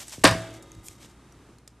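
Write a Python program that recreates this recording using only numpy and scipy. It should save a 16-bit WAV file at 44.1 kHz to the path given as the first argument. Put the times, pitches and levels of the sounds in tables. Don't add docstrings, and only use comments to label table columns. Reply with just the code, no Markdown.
import sys
import numpy as np
from scipy import signal
from scipy.fft import rfft, irfft
from scipy.io import wavfile

SR = 44100
rng = np.random.default_rng(int(sys.argv[2]) if len(sys.argv) > 2 else 0)


def transcribe(signal):
    frames = np.atleast_2d(signal).T
    limited = np.clip(frames, -1, 1)
    pcm = np.round(limited * 32767).astype(np.int16)
    wavfile.write(sys.argv[1], SR, pcm)


N = 79380

# start in seconds, then levels of thud, knock, clatter and steel tick in dB.
CONTACTS = [(0.2376, -15, -18, -16.5, -27), (0.2411, -33.5, -9, -24.5, -7), (0.247, -31, -17.5, -15, -28.5),
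            (0.249, -27.5, -11, -8.5, -20), (0.2550, -24, -16.5, -29.5, -20.5),
            (0.2650, -28.5, -23, -53, -34.5), (0.274, -39, -21.5, -18.5, -19), (0.2889, -38, -36, -32, -29),
            (0.3104, -33.5, -31, -26.5, -28), (0.3226, -35, -27, -36, -49.5),
            (0.345, -27, -62.5, -49, -54.5)]
CLICK_ROOM_SHARE = 0.45


def amp(db):
    return 10 ** (np.asarray(db) / 20)


def unit(x):
    return x / np.sqrt(np.mean(x ** 2) + 1e-20)


def read(points, hz):
    point_hz, value = np.transpose(points)
    return np.interp(np.log(hz + 1), np.log(point_hz + 1), value)


def add(mix, start_s, sound):
    part = mix[max(round(start_s * SR), 0):][:len(sound)]
    part += sound[:len(part)]


def noise(colour, size):
    hz = np.fft.rfftfreq(size, 1 / SR)
    phases = np.exp(2j * np.pi * rng.random(len(hz)))
    return unit(irfft(phases * amp(read(colour, hz)), size))


def decay(t, t60_s):
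    return np.exp(-np.log(1000) * t / t60_s)


def struck(t, rise_s, t60_s):
    return np.minimum(t / rise_s, 1) * decay(t, t60_s)


def pliers():
    # frequency in Hz, level in dB.
    knock = [(60, -34.5), (220, -13), (310, 0), (440, -7.5), (600, -0.5), (1080, -1.5), (1300, -8),
             (1750, -2), (2200, -20), (5000, -26), (13000, -54)]
    clatter = [(400, -19), (1500, -2.5), (2500, -1), (3300, -2.5), (3850, -1.5), (4250, -7), (4700, 0.5),
               (5150, -4.5), (6300, -10), (13000, -34)]
    tick = [(2000, -24.5), (5500, -12), (7000, -3.5), (8500, 5.5), (9800, -3.5), (11000, -9), (12300, -5.5),
            (13500, -30.5)]
    # spectrum, rise in s, t60 in s, roughened
    parts = [(knock, 0.00087, 0.055, False), (clatter, 0.0014, 0.066, True), (tick, 0.00045, 0.016, True)]
    crunch_per_s, crunch_db = 1500, 0.5
    out, t = np.zeros(N), np.arange(8192) / SR
    for start_s, thud_db, *levels_db in CONTACTS:
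        add(out, start_s, amp(thud_db) * thud())
        bounces = rng.standard_normal(1024)
        bounce_db = crunch_db * np.interp(t * crunch_per_s, np.arange(len(bounces)), bounces)
        crunch = unit(amp(bounce_db))
        for db, (colour, rise_s, t60_s, roughened) in zip(levels_db, parts):
            burst = noise(colour, size=len(t)) * struck(t, rise_s, t60_s)
            add(out, start_s, amp(db) * (crunch if roughened else 1) * burst)
    return out


def thud(tilt_db_per_octave=0, size=8192):
    # frequency in Hz, level in dB per Hz.
    push_colour = [(20, -33.5), (45, -9.5), (75, 0), (125, 2), (200, -5), (300, -0.5), (420, -6.5),
                   (620, -12), (900, -26), (3000, -64)]
    bend_delay_s, bend_hz = 0.01544, 98.8
    hz = np.fft.rfftfreq(size, 1 / SR)
    lag_turns = 2 * bend_delay_s * np.sqrt(bend_hz * hz)
    level_db = read(push_colour, hz) + tilt_db_per_octave * np.log2(1 + hz / bend_hz)
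    wave = irfft(amp(level_db) * np.exp(-2j * np.pi * lag_turns), size)[:size // 2]
    return wave / np.abs(wave).max()


def steel_ring():
    # frequency in Hz, level in dB.
    steel_modes = [(1565, -17), (1610, -15), (1792, -18), (1884, -19), (2332, -15.5), (2500, -19),
                   (2767, -20.5), (3240, -22), (3604, -25), (3683, -21.5), (4680, -23), (5122, -22),
                   (5460, -26.5), (8910, -27)]
    rise_s, t60_s = 0.002, 0.15
    out, t = np.zeros(N), np.arange(SR // 2) / SR
    for start_s, _, _, clatter_db, _ in CONTACTS:
        tone = sum(amp(db) * np.sin(2 * np.pi * (hz * t + rng.random())) for hz, db in steel_modes)
        add(out, start_s, amp(clatter_db) * tone * struck(t, rise_s, t60_s))
    return out


def table_ring():
    # frequency in Hz, level in dB, t60 in seconds.
    table_modes = [(112.6, -24.5, 0.82), (174.5, -23.5, 0.51), (301, -14, 0.085), (521.3, -23.5, 0.29),
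                   (643.8, -14.5, 0.065), (653.5, -21, 0.63), (806, -18.5, 0.14), (989.5, -19, 0.19),
                   (1011.5, -21, 0.19), (1084.5, -17.5, 0.17), (1108, -22.5, 0.2), (1220, -25.5, 0.37)]
    jar_modes = [(325, -42, 2.1), (368, -47.5, 2.4), (938, -53.5, 2), (1222, -58.5, 5.1),
                 (1320, -51.5, 1.6), (2070, -56, 2.6), (3290, -66.5, 3.7), (3450, -49, 1.1),
                 (3725, -58.5, 2.6), (3763, -64.5, 4.9)]
    start_s, rise_s = 0.2415, 0.005
    faster_fade_s, faster_fade_t60_s = 0.57, 0.22
    out, t = np.zeros(N), np.arange(N) / SR
    fade = decay(np.maximum(start_s + t - faster_fade_s, 0), faster_fade_t60_s)
    for modes, gain in [(table_modes, fade), (jar_modes, 1)]:
        for hz, db, t60_s in modes:
            tone = np.sin(2 * np.pi * hz * t) * struck(t, rise_s, t60_s)
            add(out, start_s, amp(db) * gain * tone)
    return out


def bumps():
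    # start in seconds, level in dB, brightness in dB per octave.
    bump_rows = [(0.1746, -34.5, -2), (0.203, -38, -21), (0.303, -21, -6), (0.660, -44, -11),
                 (0.689, -52.5, -20.5), (0.754, -40.5, -17.5), (0.773, -42, -21.5), (0.879, -43.5, -16),
                 (1.361, -50.5, -5), (1.485, -47, 2)]
    out = np.zeros(N)
    for start_s, db, tilt_db_per_octave in bump_rows:
        add(out, start_s, amp(db) * thud(tilt_db_per_octave))
    return out


def clicks():
    # start in seconds, level in dB, main pitch in Hz, t60 in seconds, other modes in dB,
    # dry snap against the tone in dB.
    click_rows = [(0.0807, -36, 7740, 0.03, -7, 0), (0.094, -45, 7900, 0.024, -2, 5),
                  (0.118, -41, 5550, 0.017, -3, 0), (0.128, -33, 5360, 0.022, 1, -7),
                  (0.3455, -31, 5950, 0.017, -10, -12.5), (0.506, -48, 6700, 0.011, 6, 4),
                  (0.539, -40.5, 6720, 0.013, 6, -12), (0.565, -36, 6820, 0.0039, 1, -6),
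                  (0.6242, -48.5, 7140, 0.05, -9.5, 3), (0.7180, -29, 6600, 0.0069, -3.5, -9.5),
                  (0.7496, -51, 7570, 0.015, -4.5, 6), (0.8840, -22, 6805, 0.008, 2, -7),
                  (1.3221, -49, 5780, 0.02, -9, -1.5), (1.5842, -52, 4170, 0.015, -13, 3),
                  (1.6760, -44, 5063, 0.02, 4, 6.5)]
    out = np.zeros(N)
    for start_s, db, *ring in click_rows:
        add(out, start_s, amp(db) * clink(*ring))
    return out


def clink(pitch_hz, t60_s, others_db=0, snap_db=0):
    # ratio to the main pitch, level in dB.
    ring_modes = [(.36, -13), (0.481, -14.5), (0.87, -17), (1, -1.5), (1.22, -10.5), (1.411, -13),
                  (1.6, -16.5), (1.77, -17.5), (2.28, -14.5)]
    # frequency in Hz, level in dB.
    snap_colour = [(300, -10), (1500, -8), (2700, -11.5), (4000, -6.5), (6000, -1), (8000, 1), (9500, -4.5),
                   (13000, -11)]
    rise_s = 0.0008
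    t = np.arange(2048) / SR
    tone = np.zeros(len(t))
    for ratio, db in ring_modes:
        mode_db = db + others_db * (ratio != 1)
        tone += amp(mode_db) * np.sin(2 * np.pi * (pitch_hz * ratio * t + rng.random()))
    snap = amp(snap_db) * noise(snap_colour, size=len(t))
    return (tone + snap) * struck(t, rise_s, t60_s)


def rattle(count=30):
    start_s, ticks_per_s, tick_t60_s = 0.29, 210, 0.012
    level_db, spread_db, fade_t60_s = -38.5, 2.5, 0.7
    lowest_hz, highest_hz = 3640, 8420
    out = np.zeros(N)
    for k, (when, size, strength) in enumerate(rng.random((count, 3))):
        after_s = (k + when) / ticks_per_s
        gain = amp(level_db - spread_db * np.log(strength)) * decay(after_s, fade_t60_s)
        pitch_hz = np.interp(size, [0, 1], [lowest_hz, highest_hz])
        add(out, start_s + after_s, gain * clink(pitch_hz, tick_t60_s))
    return out


def rubs():
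    # peak in seconds, rise in seconds, fall in seconds, level in dB, brightness in dB per octave.
    rub_rows = [(0.011, 0.018, 0.026, -40, 2), (0.089, 0.017, 0.028, -47, 3.5),
                (0.133, 0.0094, 0.021, -43.5, 1.5), (0.202, 0.05, 0.082, -52.5, 2.5),
                (0.44, 0.085, 0.061, -51, -1), (0.552, 0.016, 0.029, -53, 0.5),
                (0.68, 0.036, 0.16, -61, -0.5), (0.864, 0.014, 0.013, -39.5, 14.5),
                (0.905, 0.021, 0.034, -54, 4.5), (1.042, 0.03, 0.02, -50.5, 1), (1.1, .012, .02, -60, 1.5),
                (1.495, 0.021, 0.034, -56.5, -9.5)]
    # frequency in Hz, level in dB.
    rub_colour = [(150, -3.5), (600, 1.5), (1500, -3), (3200, -1.5), (4400, -4.5), (5500, -2.5), (8000, -3),
                  (10500, -12.5), (13000, -13.5)]
    slips_per_s, slip_spread_db, hiss_gain = 4400, 2.5, 0.63
    catch_per_s, catch_db = 230, 2
    out, t, hz = np.zeros(N), np.arange(N) / SR, np.fft.rfftfreq(N, 1 / SR)
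    slips = (rng.random(N) < slips_per_s / SR) * rng.choice([-1, 1], N)
    slips = slips * amp(slip_spread_db * np.minimum(rng.exponential(1, N), 4))
    grip = amp(catch_db * np.interp(t * catch_per_s, np.arange(N), rng.standard_normal(N)))
    friction = rfft(grip * (unit(slips) + hiss_gain * rng.standard_normal(N)))
    for peak_s, rise_s, fall_s, db, tilt_db_per_octave in rub_rows:
        swell = np.exp(-((t - peak_s) / np.where(t < peak_s, rise_s, fall_s)) ** 2 / 2)
        colour_db = read(rub_colour, hz) + tilt_db_per_octave * np.log2(hz + 1)
        out += amp(db) * swell * unit(irfft(friction * amp(colour_db), N))
    return out


def room(x):
    early_db, early_delay_s, early_rise_s, early_t60_s = -11.5, 0.005, 0.0084, 0.15
    early_per_s, early_top_hz = 700, 7500
    early = rng.choice([-1, 1], SR) * (rng.random(SR) < early_per_s / SR)
    early = early * struck(np.arange(SR) / SR, early_rise_s, early_t60_s)
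    early = signal.lfilter(*signal.butter(1, early_top_hz, fs=SR), early)
    response = tail()
    add(response, early_delay_s, amp(early_db) * early / np.linalg.norm(early))
    return x + signal.fftconvolve(x, response)[:N]


def tail():
    # frequency in Hz, t60 in seconds.
    room_t60 = [(80, 1.5), (300, 2.4), (1000, 0.71), (3000, 0.69), (8000, 0.59), (13000, 0.3)]
    # frequency in Hz, level in dB.
    room_db = [(80, -13), (270, -22.5), (480, -19), (830, -21), (1200, -14), (3000, -15.5), (5000, -20.5),
               (8000, -17.5), (13000, -13)]
    delay_s = 0.012
    hz, at_s, bands = signal.stft(rng.standard_normal(SR), SR, nperseg=256)
    t60_s = read(room_t60, hz)[:, None]
    unit_energy = np.sqrt(2 * np.log(1000) / (t60_s * SR))
    bands = bands * amp(read(room_db, hz))[:, None] * decay(at_s, t60_s) * unit_energy
    response = np.zeros(SR)
    add(response, delay_s, signal.istft(bands, SR, nperseg=256)[1])
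    return response


def room_tone():
    # frequency in Hz, level in dB per Hz.
    air_colour = [(20, -18), (40, -10), (65, -6.5), (125, -3), (240, -4), (330, -6), (580, -16.5),
                  (1000, -15.5), (2000, -22), (4500, -29), (9000, -31), (13000, -42.5)]
    # time in seconds, level in dB.
    air_db = [(0, -56), (0.6, -58), (1.1, -54.5), (1.5, -54), (1.65, -60), (1.8, -59)]
    # frequency in Hz, level in dB rms.
    hum_tones = [(59.3, -61.5), (118.5, -62)]
    t = np.arange(N) / SR
    hum = sum(amp(db) * np.sqrt(2) * np.sin(2 * np.pi * (hz * t + rng.random())) for hz, db in hum_tones)
    air = noise(air_colour, size=N) * amp(np.interp(t, *np.transpose(air_db)))
    return hum + air


def scene():
    # frequency in Hz, side level in dB.
    side_db = [(2800, -69.5), (3800, -19.5), (4700, -3.5), (8000, -1), (12000, 2.5)]
    rub_side_db, air_side_db, spread_s = -13, -2.5, 0.09
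    near = clicks() + rattle()
    sent = pliers() + bumps() + CLICK_ROOM_SHARE * near
    mid = room(sent) + (1 - CLICK_ROOM_SHARE) * near
    mid += table_ring() + steel_ring() + rubs() + room_tone()
    spread = np.minimum(np.arange(SR) / SR / spread_s, 1) ** 6
    diffuse = signal.fftconvolve(sent, tail() * spread)[:N]
    diffuse += amp(rub_side_db) * rubs() + amp(air_side_db) * room_tone()
    side = irfft(rfft(diffuse) * amp(read(side_db, np.fft.rfftfreq(N, 1 / SR))), N)
    return np.array([mid + side, mid - side])


def record(dry):
    ceiling, edge_hz = 0.88, 13150
    rounded = dry / (1 + (dry / ceiling) ** 6) ** (1 / 6)
    low_pass = signal.firwin(511, edge_hz, window=("kaiser", 9), fs=SR)
    return signal.oaconvolve(rounded, low_pass[None], "same")


dry = scene()
out = record(dry)
transcribe(out)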